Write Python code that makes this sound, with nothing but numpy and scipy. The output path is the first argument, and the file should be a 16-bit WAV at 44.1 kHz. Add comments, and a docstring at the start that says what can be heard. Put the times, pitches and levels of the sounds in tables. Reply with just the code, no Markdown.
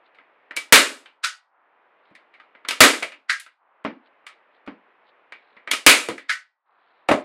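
"""In the soft air of a low workshop, canvas rustles and a hand staple gun ticks as it is moved.
The lever clicks under the squeeze, the spring fires a staple through canvas into a wooden frame
with a bang that overloads the microphone, and the lever clacks back while the room air dips.
This comes twice more; in between, the gun is set on the frame and the canvas rustles.
At the end the gun is put down on the work table with a double knock."""
import sys
import numpy as np
from scipy import signal
from scipy.fft import rfft, irfft
from scipy.io import wavfile
from scipy.ndimage import uniform_filter1d

SR = 44100
rng = np.random.default_rng(int(sys.argv[2]) if len(sys.argv) > 2 else 0)


def file_out(sig):
    """Save sig as 16-bit WAV at sys.argv[1]."""
    # one column per channel
    cols = np.atleast_2d(sig).T
    # limit, then scale
    lim = np.clip(cols, -1, 1)
    pcm = np.round(lim * 32767).astype(np.int16)
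    wavfile.write(sys.argv[1], SR, pcm)


N = 319416

# tone of the room air, the sliding canvas and each kind of contact: f/Hz, level/dB
AIR_EQ = [(30, -40.5), (120, -28), (200, -17.5), (320, -7.5), (600, -0.5), (1000, 2), (1800, -4),
          (2500, -9.5), (3600, -23), (4600, -35.5), (6000, -38.5), (15000, -46)]
CANVAS_EQ = [(200, -23), (1500, 1), (3000, 1), (4000, 2), (5000, -14), (7000, -42), (15000, -40)]
TICK_EQ = [(50, -35), (150, -27), (280, -11), (850, -3), (1300, 2.5), (2200, 3.5), (3000, -3), (4200, -9),
           (5500, -20), (9000, -23), (15000, -51)]
KNOCK_EQ = [(30, -19), (140, -9), (210, -7), (310, 1.5), (420, -5.5), (600, -3.5), (900, -3.5),
            (2200, -6.5), (3500, -17.5), (6000, -31), (10000, -65), (15500, -79)]
RETURN_EQ = [(150, -71), (400, -33), (600, -19), (820, -17.5), (1350, 4), (2000, -1.5), (2600, -3),
             (4800, -6), (6000, -11.5), (9500, -21), (13000, -38), (15500, -62)]
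CATCH_EQ = [(40, -40.5), (150, -29), (270, -10.5), (850, -9.5), (1250, -3.5), (2200, 0.5), (4000, -3),
            (6000, -10), (9500, -12.5), (13000, -22.5), (15500, -35)]
SHOT_EQ = [(40, -44.5), (150, -27.5), (260, -6.5), (500, -4.5), (780, -8.5), (1300, -1), (2400, -3),
           (3200, -6), (4200, -6.5), (5700, -13.5), (8000, -12), (11000, -16), (15500, -27)]
# the workshop's reverb: f/Hz, t60/s
REVERB_T60 = [(60, 0.067), (300, 0.41), (700, 0.29), (2000, 0.29), (4500, 0.29), (9000, 0.31),
              (15000, 0.15)]
# early reflections off table top, ceiling and wall: delay/s, level/dB
REFLECTIONS = [(.00315, -19), (.00965, -18), (0.0143, -18.5)]
# resonances of the steel gun on the frame: f/Hz, width/Hz, boost/dB, free ring/dB
STEEL_MODES = [(270, 60, 4, -42), (478.4, 81, 2, -31.5), (581, 54, 3.5, -32.5), (1277, 46, 2.5, -27.5),
               (1350, 50, 1.5, -28), (1460, 70, 0.5, -26), (1723, 45, -1, -30), (1746, 52, 1.5, -33),
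               (2026, 62, 5, -24.5), (2275, 40, 0, -28), (2337.5, 180, 4, -21), (2580, 80, -0.5, -26.5),
               (2866, 77, 3.5, -26), (3610, 90, 2.5, -26), (4070, 83, 0.5, -24.5), (4160, 130, -1, -27.5),
               (4720, 110, 0.5, -26.5), (5060, 37, 1.5, -21), (6760, 60, 1.5, -27.5), (6970, 16, 1, -21.5),
               (8987, 34, 0, -26), (9400, 120, 6, -29)]
# the lever's ring: f/Hz, level/dB, t60/s
LEVER_PARTIALS = [(1850, -11, 0.23), (1932, -18, 0.34), (4000, -5, 0.091), (4750, -13.5, 0.12),
                  (9700, -24, 0.12)]
# the hand brushes the canvas: t/s, level/dB, swell width/s
CANVAS_BRUSHES = [(0.062, -64, 0.011), (2.072, -67, 0.023), (4.06, -67, 0.014), (4.561, -68.5, .02),
                  (5.08, -65.5, 0.02), (5.476, -68.5, 0.08), (6.922, -74, .13)]
# loose parts tick as the gun moves or the lever takes up slack: t/s, level/dB, tilt/(dB/oct), ring/Hz
PART_TICKS = [(0.148, -56.5, 3.5, 2140), (0.186, -50.5, -4, 2060), (0.51, -38, -2, 1970),
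              (1.059, -47, 1.5, 3020), (2.152, -49.5, 5, 2000), (2.34, -50, 1, 2090), (2.4, -49, -1, 1180),
              (2.551, -50, -4.5, 2030), (2.65, -40, -2, 1406), (3.12, -41.5, 1, 2620),
              (3.3993, -42, 10, 11010), (3.464, -49, 2, 1480), (4.267, -40.5, 4.5, 1160),
              (5.323, -39, -0.5, 2280), (5.567, -47, -4, 2052), (5.6755, -32, -2.5, 1990),
              (6.180, -38.5, 3.5, 1910)]
# the gun knocks on frame or table and its loose parts clink:
# t/s, level/dB, tilt/(dB/oct), wood ring/Hz, clink offset/s, clink/dB, clink ring/Hz, ring boost/dB
GUN_KNOCKS = [(2.11, -57, -3.5, 201, -0.005, -73, 2000, 5),
              (3.025, -28.5, 3.4, 600, 0.0036, -26.5, 2330, 9.5),
              (3.849, -22.5, -1.5, 238.8, -0.0061, -58, 1600, 6),
              (4.676, -34, -2, 200, -0.012, -51.5, 1300, 23), (6.0869, -25, -1.2, 453, 0, -32.5, 2500, -2),
              (7.088, -14.5, -1.5, 710, 0.00028, -25.5, 1140, 22),
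              (7.112, -11, -2.3, 627, 0.0039, -23, 1080, 27)]
# the lever springs back: t/s, level/dB, tilt/(dB/oct), ring/Hz, ring boost/dB, spring note/Hz
LEVER_RETURNS = [(1.240, -22, 2, 1400, 4.5, 1486), (3.2968, -19.5, 0, 1845, 13.5, 1630),
                 (6.2953, -21, 0, 1930, 13, 1504)]
# each return touches, hits the stop and bounces: delay/s, level/dB, extra tilt/(dB/oct), slide-in/s
RETURN_HITS = [(0, 0, -0.5, 0.019), (.0055, -3.5, 3.5, 0.014), (.029, -18.5, 8.5, .01)]
# the lever catches under the squeeze:
# t/s, level/dB, tilt/(dB/oct), rebound delay/s, rebound/dB, spring note/Hz, note/dB
LEVER_CATCHES = [(0.5658, -31, 3, .0056, -32, 2300, -22.5), (2.687, -25, 0.5, 0.022, -26.5, 3120, -42),
                 (5.714, -20, 1.5, .0204, -27, 3060, -37)]
# the spring fires: t/s, level/dB, tilt/(dB/oct), ring/Hz, ring boost/dB, air dip afterwards/dB
STAPLE_SHOTS = [(0.724, -0.5, 0.84, 1744, 2.5, -5), (2.8052, -0.5, 0, 286.3, 4.5, -10.5),
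                (5.8641, -0.5, 1.5, 2430, 6, -18.5)]

TIME = np.arange(N) / SR
HIT_SIZE, PRE_ROLL = 24576, 1024   # samples in one hit, and how many precede its contact
AGE = (np.arange(HIT_SIZE) - PRE_ROLL) / SR   # seconds since the contact
HIT_HZ = np.maximum(np.arange(HIT_SIZE // 2 + 1) * SR / HIT_SIZE, 1)
OCTAVE_HZ = np.geomspace(60, 15360, 9)
OCTAVE_BANDS = np.array([np.interp(np.log(HIT_HZ), np.log(OCTAVE_HZ), row) for row in np.eye(9)])
MODE_WAVES = np.sin(2 * np.pi * np.outer(np.array(STEEL_MODES)[:, 0], AGE))


def from_db(db):
    """Decibels to gain."""
    return 10 ** (np.asarray(db) / 20)


def rms_one(x):
    """Scale to an rms of 1."""
    return x / np.sqrt(np.mean(np.abs(x) ** 2) + 1e-20)


def at_hz(points, hz):
    """Read a curve on a log-frequency axis."""
    point_hz, values = np.array(points).T
    return np.interp(np.log(hz), np.log(point_hz), values)


def decay(t60):
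    """Silent before the contact, then dying away."""
    return (AGE >= 0) * np.exp(-np.log(1000) * np.abs(AGE) / t60)


def bell(hz, width_hz):
    """EQ bell of height 1."""
    return 1 / (1 + (2 * (HIT_HZ - hz) / width_hz) ** 2)


def minimum_phase(eq_db):
    """Filter of unit power whose resonances ring after the hit, never before."""
    cepstrum = irfft(np.log(from_db(eq_db)))
    cepstrum[1:HIT_SIZE // 2] *= 2
    cepstrum[HIT_SIZE // 2 + 1:] = 0
    return rms_one(np.exp(rfft(cepstrum)))


def noise(eq):
    """Steady noise shaped by an EQ curve, rms 1."""
    hz = np.maximum(np.arange(N // 2 + 1) * SR / N, 1)
    return rms_one(irfft(rfft(rng.standard_normal(N)) * from_db(at_hz(eq, hz)), N))


def add(out, sound, t):
    """Mix in a hit so that its contact lands at time t."""
    start = max(round(t * SR) - PRE_ROLL, 0)
    out[start:start + HIT_SIZE] += sound[:max(N - start, 0)]


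def dip(t, recovery_s, wait_s=0.22, sink_s=0.45, held_until_s=0.78):
    """From 0 to 1 and back after a shot at t: sink, hold, recover."""
    sinking = np.clip((TIME - t - wait_s) / sink_s, 0, 1)
    return sinking * np.exp(-np.maximum(TIME - t - held_until_s, 0) / recovery_s)


def room_air(bed_db=-61.5, mids_hz=(650, 1700)):
    """A soft bed that dips after each shot; its bass and treble sink further and return more slowly."""
    level_db = bed_db + sum(depth_db * dip(t, recovery_s=0.025) for t, *_, depth_db in STAPLE_SHOTS)
    edges_db = 3.5 - 16 * sum(dip(t, recovery_s=0.21) for t, *_ in STAPLE_SHOTS)
    rush = noise(AIR_EQ)
    mids = signal.sosfiltfilt(signal.butter(2, mids_hz, "band", fs=SR, output="sos"), rush)
    return from_db(level_db) * (mids + from_db(edges_db) * (rush - mids))


def room_tail(sustain):
    """Dense reflections; each octave dies at its own rate, and sustain scales the decay times."""
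    bands = irfft(rfft(rng.standard_normal(HIT_SIZE)) * OCTAVE_BANDS)
    return sum(band * decay(sustain * t60) for band, t60 in zip(bands, at_hz(REVERB_T60, OCTAVE_HZ)))


def early_reflections():
    """Near surfaces repeat each hit a few milliseconds later and comb its spectrum."""
    echoes = sum(from_db(db) * np.exp(-2j * np.pi * HIT_HZ * delay) for delay, db in REFLECTIONS)
    return rms_one(1 + echoes)


def canvas(grain_db=4):
    """Short, grainy swells of cloth sliding on wood."""
    swell = sum(from_db(db) * np.exp(-0.5 * ((TIME - t) / width) ** 2) for t, db, width in CANVAS_BRUSHES)
    flutter = rms_one(uniform_filter1d(rng.standard_normal(N), size=200))
    grain = rms_one(from_db(grain_db * flutter))
    return swell * grain * noise(CANVAS_EQ)


def steel_ring(t60=0.12, spread_db=2):
    """The steel rings on; each hit strikes every mode with a strength of its own."""
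    ring_db = np.array(STEEL_MODES)[:, 3]
    strength = from_db(ring_db + spread_db * rng.standard_normal(len(ring_db)))
    polarity = rng.choice([-1, 1], len(ring_db))
    return decay(t60) * ((strength * polarity) @ MODE_WAVES)


def hit(eq, tilt_db, ring_hz, boost_db, crack, rattle, sustain, steel_db, slide_s=0, ring_width=0.11):
    """A crack and a rattle, each (level/dB, t60/s), plus steel ring and room, coloured by the gun."""
    envelope = sum(from_db(db) * decay(t60) for db, t60 in (crack, rattle))
    if slide_s:   # metal rubs on metal, ever harder, until it meets the stop
        envelope += (AGE < 0) * np.exp(-np.log(1000) * np.abs(AGE) / slide_s)
    burst = envelope * rng.standard_normal(HIT_SIZE)
    contact = burst + from_db(steel_db) * steel_ring() + room_tail(sustain)
    eq_db = at_hz(eq, HIT_HZ) + sum(db * bell(hz, width) for hz, width, db, _ in STEEL_MODES)
    # where and how hard the parts meet sets the brightness and favours one ring
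    eq_db += tilt_db * np.log2(np.maximum(HIT_HZ, 200))
    eq_db += boost_db * bell(ring_hz, ring_width * ring_hz)
    return irfft(rfft(contact) * minimum_phase(eq_db) * early_reflections())


def tick(tilt_db, ring_hz, boost_db):
    """One light touch of loose metal parts."""
    return hit(TICK_EQ, tilt_db, ring_hz, boost_db, crack=(4, 0.0092), rattle=(2, 0.051),
               sustain=0.76, steel_db=-7.5, slide_s=0.009, ring_width=0.25)


def handling():
    """Dull knocks of the gun on wood, cushioned by the canvas, and small ticks of its loose parts."""
    out = np.zeros(N)
    for t, db, tilt_db, wood_hz, clink_s, clink_db, clink_hz, boost_db in GUN_KNOCKS:
        thud = hit(KNOCK_EQ, tilt_db, wood_hz, boost_db=10, crack=(4, 0.004), rattle=(-0.5, 0.09),
                   sustain=0.71, steel_db=-9, ring_width=0.36)
        clink = tick(tilt_db=6.5, ring_hz=clink_hz, boost_db=boost_db)
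        add(out, from_db(db) * thud, t)
        add(out, from_db(clink_db) * clink, t + clink_s)
    for t, db, tilt_db, ring_hz in PART_TICKS:
        add(out, from_db(db) * tick(tilt_db, ring_hz, boost_db=7.5), t)
    return out


def ping(hz, t60, attack_s=0.0023):
    """One clean note of lever or spring that builds up and rings out."""
    return (decay(t60) - decay(attack_s)) * np.sin(2 * np.pi * hz * AGE)


def lever_releases():
    """Let go, the lever slides back and clacks against its stop; lever and spring ring on."""
    out = np.zeros(N)
    for t, db, tilt_db, ring_hz, boost_db, note_hz in LEVER_RETURNS:
        for delay, contact_db, extra_tilt_db, slide_s in RETURN_HITS:
            clack = hit(RETURN_EQ, tilt_db + extra_tilt_db, ring_hz, boost_db, crack=(1.5, 0.017),
                        rattle=(0, 0.037), sustain=0.77, steel_db=-6, slide_s=slide_s, ring_width=0.33)
            add(out, from_db(db + contact_db) * clack, t + delay)
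        lever = sum(from_db(partial_db) * ping(hz, t60) for hz, partial_db, t60 in LEVER_PARTIALS)
        spring = from_db(-1.5) * ping(note_hz, t60=0.23, attack_s=0.043)
        add(out, from_db(db) * (lever + spring), t)
    return out


def catch(tilt_db, ring_hz, boost_db):
    """One sharp click of the lever against the loaded spring."""
    return hit(CATCH_EQ, tilt_db, ring_hz, boost_db, crack=(9, 0.017), rattle=(-0.5, 0.05),
               sustain=0.86, steel_db=3, slide_s=0.011)


def lever_squeezes():
    """The lever catches, then rebounds with a duller click that sets the spring singing."""
    out = np.zeros(N)
    for t, db, tilt_db, rebound_s, rebound_db, note_hz, note_db in LEVER_CATCHES:
        add(out, from_db(db) * catch(tilt_db, ring_hz=note_hz, boost_db=3), t)
        rebound = from_db(rebound_db) * catch(tilt_db=-1, ring_hz=1250, boost_db=5.5)
        spring = from_db(note_db) * ping(note_hz, t60=0.16)
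        add(out, rebound + spring, t + rebound_s)
    return out


def shots(recoil_s=0.032, recoil_db=-10.5):
    """The driver slams the staple home; gun and frame ring, and the gun lands again from its recoil."""
    out = np.zeros(N)
    for t, db, *tone, _ in STAPLE_SHOTS:
        bang = hit(SHOT_EQ, *tone, crack=(7, 0.026), rattle=(1.5, 0.059),
                   sustain=1.095, steel_db=-4, ring_width=0.2)
        landing = hit(SHOT_EQ, *tone, crack=(5, 0.03), rattle=(0, 0.055),
                      sustain=0.8, steel_db=-1.5, ring_width=0.24)
        add(out, from_db(db) * bang, t)
        add(out, from_db(db + recoil_db) * landing, t + recoil_s)
    return out


def scene():
    """Everything reaches one microphone across the table."""
    return (shots() + lever_squeezes() + lever_releases() + handling() + canvas() + room_air())[None]


def hiss_gate(sound, threshold_db=-69, floor_db=-13, split_hz=5200):
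    """The treble is turned down whenever it falls near or below the threshold."""
    body = signal.sosfiltfilt(signal.butter(6, split_hz, fs=SR, output="sos"), sound)
    treble = sound - body
    power = np.abs(uniform_filter1d(treble ** 2, size=512))
    gain = power / (power + from_db(threshold_db) ** 2)
    return body + treble * np.maximum(gain, from_db(floor_db))


def record(dry, ceiling=0.77, low_cut_hz=22, high_cut_hz=16000):
    """The bangs overload the input and soft-clip; then come low cut, hiss gate and high cut."""
    clipped = dry / (1 + (dry / ceiling) ** 6) ** (1 / 6)
    low_cut = signal.butter(1, low_cut_hz, "high", fs=SR, output="sos")
    gated = hiss_gate(signal.sosfilt(low_cut, clipped))
    high_cut = signal.firwin(161, high_cut_hz, fs=SR, window="blackman")
    return signal.fftconvolve(gated, high_cut[None], "same")


dry = scene()
out = record(dry)
file_out(out)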